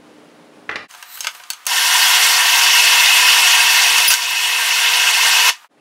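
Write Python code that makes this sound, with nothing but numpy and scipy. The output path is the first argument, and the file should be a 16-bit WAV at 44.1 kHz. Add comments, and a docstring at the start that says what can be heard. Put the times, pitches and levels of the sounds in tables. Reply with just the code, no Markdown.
"""A food processor on a kitchen counter: dense noise rings through housing and bowl, with thin motor whines.
Before it, the bowl is set down with knocks in a quiet room; a fade leads into a stretch heard four times fast.
There the lid is twisted shut (friction noise, ringing plastic modes), the switch snaps and the motor grinds.
Metal clanks beside it, the level ducks and creeps back; it stops, rings out, and the quiet room fades in."""
import sys
import numpy as np
from scipy import signal
from scipy.fft import rfft, irfft
from scipy.io import wavfile
from scipy.ndimage import uniform_filter1d, minimum_filter1d

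SR = 44100
rng = np.random.default_rng(int(sys.argv[2]) if len(sys.argv) > 2 else 0)


def volts_from_db(level):
    """Convert decibel levels to linear amplitude ratios."""
    exponent = np.asarray(level, float) / 20
    return 10 ** exponent


def master_out(mix):
    """Clip the mix to full scale and print it as 16-bit PCM to the path in sys.argv[1]."""
    frames = np.transpose(np.atleast_2d(mix))
    ceiling = np.clip(frames, -1, 1)
    pcm = np.round(ceiling * 32767).astype(np.int16)
    wavfile.write(sys.argv[1], SR, pcm)


N = 256132
T = np.arange(N) / SR
HZ = np.maximum(np.arange(N // 2 + 1) * SR / N, 1)
START_S, STOP_S = 1.6684, 5.497   # motor on, off


def rms_one(x):
    """Scale to unit rms."""
    return x / np.sqrt(np.mean(x ** 2) + 1e-20)


def in_time(rows):
    """Columns of a table joined by straight lines over time."""
    s, *columns = np.transpose(rows)
    return [np.interp(T, s, column) for column in columns]


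def at_hz(points, hz):
    """A spectrum in dB read on a log frequency axis."""
    points_hz, values = np.array(points).T
    return np.interp(np.log(hz), np.log(points_hz), values)


def resonances(peaks):
    """Power of noise-driven resonances with steep skirts, at every frequency."""
    power = 0
    for hz, width_hz, db in peaks:
        offset = 2 * (HZ - hz) / width_hz
        power = power + volts_from_db(2 * db) / (1 + 0.495 * offset ** 2) ** 2
    return power


def coloured(gain):
    """Unit-rms noise with the given gain shape over frequency."""
    return rms_one(irfft(rfft(rng.standard_normal(N)) * gain, N))


def drift(rate_hz):
    """Random wander of unit rms: two-pole low-passed noise, computed every 40 samples."""
    r = np.exp(-80 * np.pi * rate_hz / SR)
    slow = signal.lfilter([1], [1, -2 * r, r * r], rng.standard_normal(N // 40 + 2002))
    slow = rms_one(slow[2000:])   # settled part
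    return np.interp(np.arange(N) / 40, np.arange(len(slow)), slow)


def strike(start_s, level_db, modes, rise_ms, spread_db, detune, crack_db, crack_s):
    """A blow: modes of random strength and pitch die away over a short noise crack; level_db maps Hz to dB."""
    t = np.arange(SR // 4) / SR
    luck = rng.standard_normal((len(modes), 2))
    blow = 0
    for (hz, db, t60_s), (strength, pitch) in zip(modes, luck):
        decay = volts_from_db(-60 * t / t60_s)
        tone = np.sin(2 * np.pi * hz * (1 + detune * pitch) * t)
        blow = blow + volts_from_db(db + level_db(hz) + spread_db * strength) * decay * tone
    hz = np.maximum(np.arange(len(t) // 2 + 1) * SR / len(t), 1)
    crack = irfft(rfft(rng.standard_normal(len(t))) * volts_from_db(level_db(hz)), len(t))
    blow = blow + volts_from_db(crack_db) * crack * np.exp(-t / crack_s)
    blow = blow * np.minimum(1000 * t / max(rise_ms, .05), 1)
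    out, at = np.zeros(N), round(start_s * SR)
    out[at:at + len(t)] = blow[:N - at]
    return out


def room(x, t60_s, wet_db, dull_hz):
    """Direct sound plus a tail of dying noise, low-passed at dull_hz."""
    t = np.arange(round(SR * .6)) / SR
    low_pass = signal.butter(1, dull_hz, fs=SR, output="sos")
    tail = signal.sosfilt(low_pass, rng.standard_normal(len(t))) * volts_from_db(-60 * t / t60_s)
    tail = tail / np.sqrt(np.sum(tail ** 2))
    return x + volts_from_db(wet_db) * signal.fftconvolve(x, tail)[:N]


def hum(lines, waver_db):
    """Steady tones whose levels waver at random."""
    out = 0
    for hz, db in lines:
        out = out + np.sqrt(2) * volts_from_db(db + waver_db * drift(6)) * np.sin(2 * np.pi * hz * T)
    return out


# quiet room noise shape: f/Hz, density/dB relative
QUIET_COLOUR = [(40, -51), (170, -11), (300, -11), (520, -10.5), (800, -14), (1100, -17.5), (3000, -25.5),
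                (9000, -37.5), (9900, -33), (10800, -43), (15500, -49)]
# quiet room tones: f/Hz, level/dB rms
QUIET_TONES = [(242.2, -56.5), (301.5, -53.5), (360.7, -65.5), (414.5, -59), (522.2, -62.5)]


def quiet_room():
    """Room noise of slowly wandering level, with low hum tones."""
    noise_db = -46.5 + 1.0 * drift(4.9)
    return volts_from_db(noise_db) * coloured(volts_from_db(at_hz(QUIET_COLOUR, HZ))) + hum(QUIET_TONES, waver_db=1.0)


# knocks of the bowl: t/s, level/dB, brightness/dB, rise/ms
BOWL_KNOCKS = [(0.6916, -5, -4.5, 2.96), (.712, -17.5, 2, 1.6), (.727, -18.5, -7.5, 1.53),
               (.757, -13, 9, 0.71), (.765, -17.5, -5, 1.42), (.829, -27.5, -11.5, 1.24),
               (5.775, -33.5, -8, 8.4)]
# modes of the knock: f/Hz, level/dB relative, t60/s
WOODEN_MODES = [(110, -8, .06), (430, -6, .035), (600, -8, .03), (800, -8, .03), (1000, -8, .03),
                (1180, -6, .03), (1360, -6, .03), (1790, 3, .018), (1930, 2, .016), (2440, -3, .025),
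                (2650, -5, .022), (3540, -10, .018), (4200, -12, .015)]


def knocks():
    """The bowl is set down and rattles once more: wooden modes ring under a noise crack."""
    out = 0
    for s, db, bright_db, rise_ms in BOWL_KNOCKS:
        tone = [(60, -36), (250, -10.5), (2000, -6.5),
                (5000, bright_db - 18), (9000, bright_db - 38), (15000, bright_db - 50)]
        out = out + strike(s, lambda hz: db + at_hz(tone, hz), WOODEN_MODES, rise_ms,
                           spread_db=2.0, detune=0.02, crack_db=5.0, crack_s=0.0049)
    return room(out, t60_s=0.404, wet_db=-6, dull_hz=6000)


# room noise shape, four times fast: f/Hz, density/dB relative
QUICK_COLOUR = [(60, -37.5), (400, -22), (650, -20.5), (1000, -5.5), (1500, -7), (3000, -11.5), (6000, -18),
                (15700, -26)]
# room tones, four times fast: f/Hz, level/dB rms until the stop
QUICK_TONES = [(721, -60.5), (1203, -55.5)]


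def quick_room():
    """Room noise and hum tones as heard four times fast; 3 dB lower after the stop."""
    noise = volts_from_db(-45) * coloured(volts_from_db(at_hz(QUICK_COLOUR, HZ)))
    return (noise + hum(QUICK_TONES, waver_db=2.5)) * volts_from_db(-3 * (T > STOP_S))


# lid strokes along the rim: peak t/s, level/dB, rim ring level/dB relative, 20 dB swell/s, 20 dB sink/s
LID_STROKES = [(.95, -46, -14.5, 3.25, 0.25), (1.15, -40, 5.5, 0.18, 0.23),
               (1.235, -38.5, -5.5, 0.24, 0.24), (1.35, -42.5, -1.5, 0.02, 0.17)]
# friction noise shape: f/Hz, density/dB relative
RUB_COLOUR = [(400, -20.5), (900, -12), (1500, -2.5), (4000, -8), (9000, -6.5), (15700, -17.5)]
# rim resonances: f/Hz, width/Hz, level/dB relative
RIM_PEAKS = [(4060, 300, 2.5), (8000, 400, -3.5), (13370, 740, 1.5), (14380, 1200, -4.5)]


def slide():
    """Grainy friction noise under each lid stroke, with noise at the rim's resonances."""
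    ring_steepness = 1.6   # the ring swells and sinks faster than the rub
    rub_rows, rim_rows = [], []
    for s, db, ring_db, swell_s, sink_s in LID_STROKES:
        under_db = -20 * np.maximum((s - T) / swell_s, (T - s) / sink_s)
        rub_rows.append(db + under_db)
        rim_rows.append(db + ring_db + ring_steepness * under_db)
    rub_db, rim_db = np.max(rub_rows, axis=0), np.max(rim_rows, axis=0)
    rub = coloured(volts_from_db(at_hz(RUB_COLOUR, HZ))) * volts_from_db(rub_db + 2.3 * drift(40))
    rim = coloured(np.sqrt(resonances(RIM_PEAKS))) * volts_from_db(rim_db + 2.0 * drift(25))
    return (rub + rim) * (T < START_S)


# lid, switch and bowl contacts: t/s, level/dB at 3.5 kHz, tilt/(dB/oct), bend/(dB/oct^2)
PLASTIC_CONTACTS = [(.91, -40.5, -0.16, 3), (.938, -42, -8, -0.37), (.948, -38.5, -5, 0.22),
                    (1.026, -32.5, -3.5, 0.56), (1.173, -38, -5.5, -3), (1.206, -21.5, 5, 5),
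                    (1.233, -32.5, 5.5, 10), (1.241, -27.5, -0.5, 8), (1.245, -22, -5, 3.5),
                    (1.269, -15, -3, 3.5), (1.29, -40, -4, 0.9), (1.349, -37, -5, -0.18),
                    (1.399, -39, -8, -0.07), (1.436, -35, 0.88, 6.5), (1.502, -18.5, 4.5, 4),
                    (1.533, -30.5, 4, 4.5), (1.653, -40, 5, 3.5), (1.666, -16.5, 4, 1.94),
                    (3.981, -12, 0.2, 3.5), (4.002, -13.5, 1.5, 5.5), (4.104, -15.5, 4.5, 2.5),
                    (4.112, -12, 2, 3.5), (4.138, -14, 10, 8), (5.492, -15, 3.5, 5.5),
                    (5.645, -58.5, -25, 0.93)]
# modes of the plastic parts: f/Hz, level/dB relative, t60/s
PLASTIC_MODES = [(980, 0, .02), (1250, -2, .018), (1560, 0, .02), (2120, 0, .018), (2760, -3, .016),
                 (2970, 0, .026), (3500, -3, .012), (4710, -5, .012), (5440, -2, .012), (6350, 3.5, .02),
                 (7400, -3, .01), (10300, -2, .008), (13000, -3, .007), (15000, -2, .008)]


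def contacts():
    """Plastic parts click; each contact tilts and bends the balance of modes and crack."""
    out = 0
    for s, db, tilt, bend in PLASTIC_CONTACTS:
        def tone_db(hz):
            octaves = np.clip(np.log2(hz / 3500), -1, 2.1)
            low_cut_db = 32.3 * np.minimum(np.log2(hz / 800), 0)
            return db + tilt * octaves - bend * octaves ** 2 + low_cut_db
        out = out + strike(s, tone_db, PLASTIC_MODES, 1.0, spread_db=2.5, detune=.01,
                           crack_db=11.0, crack_s=0.00316)
    high_pass = signal.butter(3, 550, "high", fs=SR, output="sos")   # the clicks carry no bass
    return room(signal.sosfilt(high_pass, out), t60_s=0.121, wet_db=-6, dull_hz=7030)


# low thumps under the loudest clicks: t/s, level/dB
LOW_THUMPS = [(1.665, -41.5), (3.984, -37.5), (4.087, -41), (4.14, -48.5)]
# thump modes: f/Hz, level/dB relative, t60/s
THUMP_MODES = [(90, -2.5, 0.063), (170, -1, 0.055), (292, 0.5, .05)]


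def thumps():
    """Short dull thumps ring at low modes."""
    out = 0
    for s, db in LOW_THUMPS:
        out = out + strike(s, lambda hz: db + 0 * hz, THUMP_MODES, 3.2, spread_db=2.5, detune=0.055,
                           crack_db=-37.5, crack_s=.003)
    return out


def grinding_db():
    """Motor level: catches, settles, runs; a short gap under the clank, a duck and a slow creep back."""
    run_db = -12
    catch_db, catch_s = -12, 0.0282     # start offset, time constant
    settle_db, settle_s = -4, 0.259
    gap_from_s, gap_to_s, gap_db, gap_edge_s = 4.078, 4.104, -8, 0.0049
    duck_at_s, duck_fall_s, duck_db, creep_db_per_s = 4.125, 0.05, -8.5, 8.0
    running_s = np.maximum(T - START_S, 0)
    start_db = catch_db * np.exp(-running_s / catch_s) + settle_db * np.exp(-running_s / settle_s)
    gap = np.clip(np.minimum(T - gap_from_s, gap_to_s - T) / gap_edge_s, 0, 1)
    fall = np.clip((T - duck_at_s) / duck_fall_s, 0, 1)
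    creep_db = creep_db_per_s * np.maximum(T - duck_at_s - duck_fall_s, 0)
    return run_db + start_db + gap_db * gap + fall * np.minimum(duck_db + creep_db, 0)


# broad grinding noise: f/Hz, density/dB relative
GRINDING_COLOUR = [(40, -50), (300, -41.5), (550, -33), (700, -19), (1250, -22), (2350, -16), (3000, -9),
                   (3800, -10.5), (6000, -11.5), (7400, -16), (12000, -20), (15700, -27.5)]
# housing and bowl resonances: f/Hz, width/Hz, level/dB relative
HOUSING_PEAKS = [(735.7, 66, -13), (877.4, 71, -15.5), (971.1, 77.4, -2.5), (1089.5, 83, -13),
                 (1135, 71, -10.5), (1409.5, 154, -8.5), (1583.5, 65.2, -3), (1816.5, 67, -1.5),
                 (1933, 68, -5), (2136.5, 133, -3), (2277, 48, -10.5), (2483, 56, -3.5), (2575, 40, 3),
                 (2661.3, 55, 3.5), (2782, 86, -6.5), (2885.4, 99.7, 1), (2975, 50, -2), (3120, 86, -5.5),
                 (3315, 89.5, -4.5), (3494, 63, -7.5), (3597.5, 74, -6), (3886, 46, -10), (4398, 107, -8),
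                 (4704, 26, -4), (5448, 123, -8), (5769, 70, -6.5)]
# motor tones: f/Hz, level/dB re grinding noise, waver/dB
MOTOR_TONES = [(479.5, -33, 2), (1070, -27.5, 3), (2400.5, -25.5, 3), (7202.5, -24, 2)]
# changing paste: t/s, level/dB re running level, 2.4-3 kHz bowl band/dB, treble/dB at 12 kHz
PASTE_LOAD = [(1.7, 0.27, -4.5, 4), (1.87, -1.2, -5.5, 4), (2.03, 0.56, -2.5, 3.5), (2.25, 0.58, -3, 3.5),
              (2.45, -1.05, -3, 3), (2.6, .3, 0.5, 2), (3.3, 0.25, 2, 1.5), (3.7, 0.05, -0.21, 1.87),
              (3.9, -0.5, 0.07, 2), (4.07, -2.5, 2.5, 3), (4.12, -1.19, 1.64, 7), (4.25, -0.16, 1.5, 2.5),
              (4.4, 0.18, 1.52, 2.5), (5.03, 0.71, 0.5, 0.4), (5.15, -1.5, 0.86, 1.5),
              (5.5, 1.1, 0.38, 0.5)]
# decay after the stop: f/Hz, t60/s
RING_OUT_T60 = [(300, .16), (1000, 0.178), (3000, 0.18), (8000, 0.179), (15000, 0.12)]


def motor():
    """Blade and paste shake the housing with noise; third-octave bands flicker, shift with load, ring out."""
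    paste_db, bowl_db, treble_db = in_time(PASTE_LOAD)
    body = volts_from_db(2 * at_hz(GRINDING_COLOUR, HZ)) + resonances(HOUSING_PEAKS)
    noise = rfft(coloured(np.sqrt(body)))
    surge = drift(5.4)   # shared by all bands
    third_octaves = 3 * np.log2(HZ)
    since_stop_s = np.maximum(T - STOP_S, 0)
    out = 0
    for k in range(15, 43):
        hz = 2 ** (k / 3)
        band = irfft(noise * np.clip(1 - np.abs(third_octaves - k), 0, 1), N)
        if hz < 2400:
            load_db = .5 - 0.23 * bowl_db   # the low bands move against the bowl band
        elif hz < 3000:
            load_db = bowl_db
        else:
            load_db = treble_db * np.log2(hz / 3000) / 2
        flicker_db = 0.39 * surge + 1.444 * drift(19.36)
        out = out + band * volts_from_db(load_db + flicker_db - 60 * since_stop_s / at_hz(RING_OUT_T60, hz))
    for hz, db, waver_db in MOTOR_TONES:
        tone_db = db + waver_db * drift(2.5) - 60 * since_stop_s / 0.1
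        out = out + np.sqrt(2) * volts_from_db(tone_db) * np.sin(2 * np.pi * hz * T)
    # the direct sound goes first: 7.5 dB in 17 ms, while the room rings on
    first_drop_db = -7.5 * np.minimum(since_stop_s / 0.017, 1)
    onset = np.clip((T - START_S) / 0.0035, 0, 1)
    return out * volts_from_db(grinding_db() + paste_db + first_drop_db) * onset


# utensil blows: t/s, level/dB
METAL_BLOWS = [(4.079, -8), (4.086, -13), (4.098, -20), (4.128, -24)]
# utensil modes: f/Hz, level/dB relative, t60/s
METAL_MODES = [(4960, -2, .06), (5810, -10, .25), (10420, -4, .07), (11600, -10, .05), (14925, 2, .065)]


def clank():
    """A metal utensil strikes and bounces, ringing its high modes."""
    out = 0
    for s, db in METAL_BLOWS:
        out = out + strike(s, lambda hz: db + 0 * hz, METAL_MODES, .3, spread_db=1.0, detune=0.001,
                           crack_db=-9.0, crack_s=0.0038)
    return room(out, t60_s=0.14, wet_db=-4.5, dull_hz=9000)


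# brief rubbed tones: t/s, length/s, from f/Hz, to f/Hz, level/dB, roughness/0-1
RUBBED_TONES = [(4.11, 0.051, 1470, 1600, -14, 0.2), (5.77, .07, 2620, 2750, -55, .9)]


def squeaks():
    """Short gliding tones with a soft swell; roughness is a fast random tremble."""
    out = 0
    for s, length_s, from_hz, to_hz, db, rough in RUBBED_TONES:
        along = np.clip((T - s) / length_s, 0, 1)
        phase = 2 * np.pi * np.cumsum(from_hz + (to_hz - from_hz) * along) / SR
        tremble = 1 - rough + rough * drift(250)
        out = out + volts_from_db(db) * tremble * np.sin(np.pi * along) ** 2 * np.sin(phase)
    return out


# fades through silence between the three stretches: t/s, fade-out/s, fade-in/s
STRETCH_JOINS = [(.88, 0.031, 0.0252), (5.683, 0.0397, 0.0357)]


def scene():
    """Quiet room, fast stretch, quiet room, joined by fades; two identical channels."""
    first_s, last_s = STRETCH_JOINS[0][0], STRETCH_JOINS[1][0]
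    quiet = quiet_room() + knocks()
    quick = quick_room() + slide() + contacts() + thumps() + motor() + clank()
    returning = quiet * volts_from_db(-15 + 70 * (T - last_s))   # 15 dB down, rising 70 dB/s
    mono = np.where(T < first_s, quiet, np.where(T < last_s, quick, returning))
    mono = mono + squeaks()
    for s, out_s, in_s in STRETCH_JOINS:
        mono = mono * np.minimum(np.maximum((s - T) / out_s, (T - s) / in_s), 1) ** 1.35
    return np.array([mono, mono])


def band_limit(x):
    """A steep low-pass at the top of the band."""
    return signal.sosfilt(signal.butter(12, 16960, fs=SR, output="sos"), x)


def record(dry):
    """A fast limiter holds the highest peaks and the top is cut steeply."""
    ceiling, width = .96, round(.002 * SR)   # 2 ms smoothing
    limit_gain = np.minimum(ceiling / (np.abs(dry) + 1e-9), 1)
    limit_gain = uniform_filter1d(minimum_filter1d(limit_gain, 2 * width + 1), width)
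    top_cut = np.clip((15830 - HZ) / 80, 0, 1) ** 2
    mix = irfft(rfft(dry * limit_gain) * top_cut, N)
    return band_limit(mix)


dry = scene()
out = record(dry)
master_out(out)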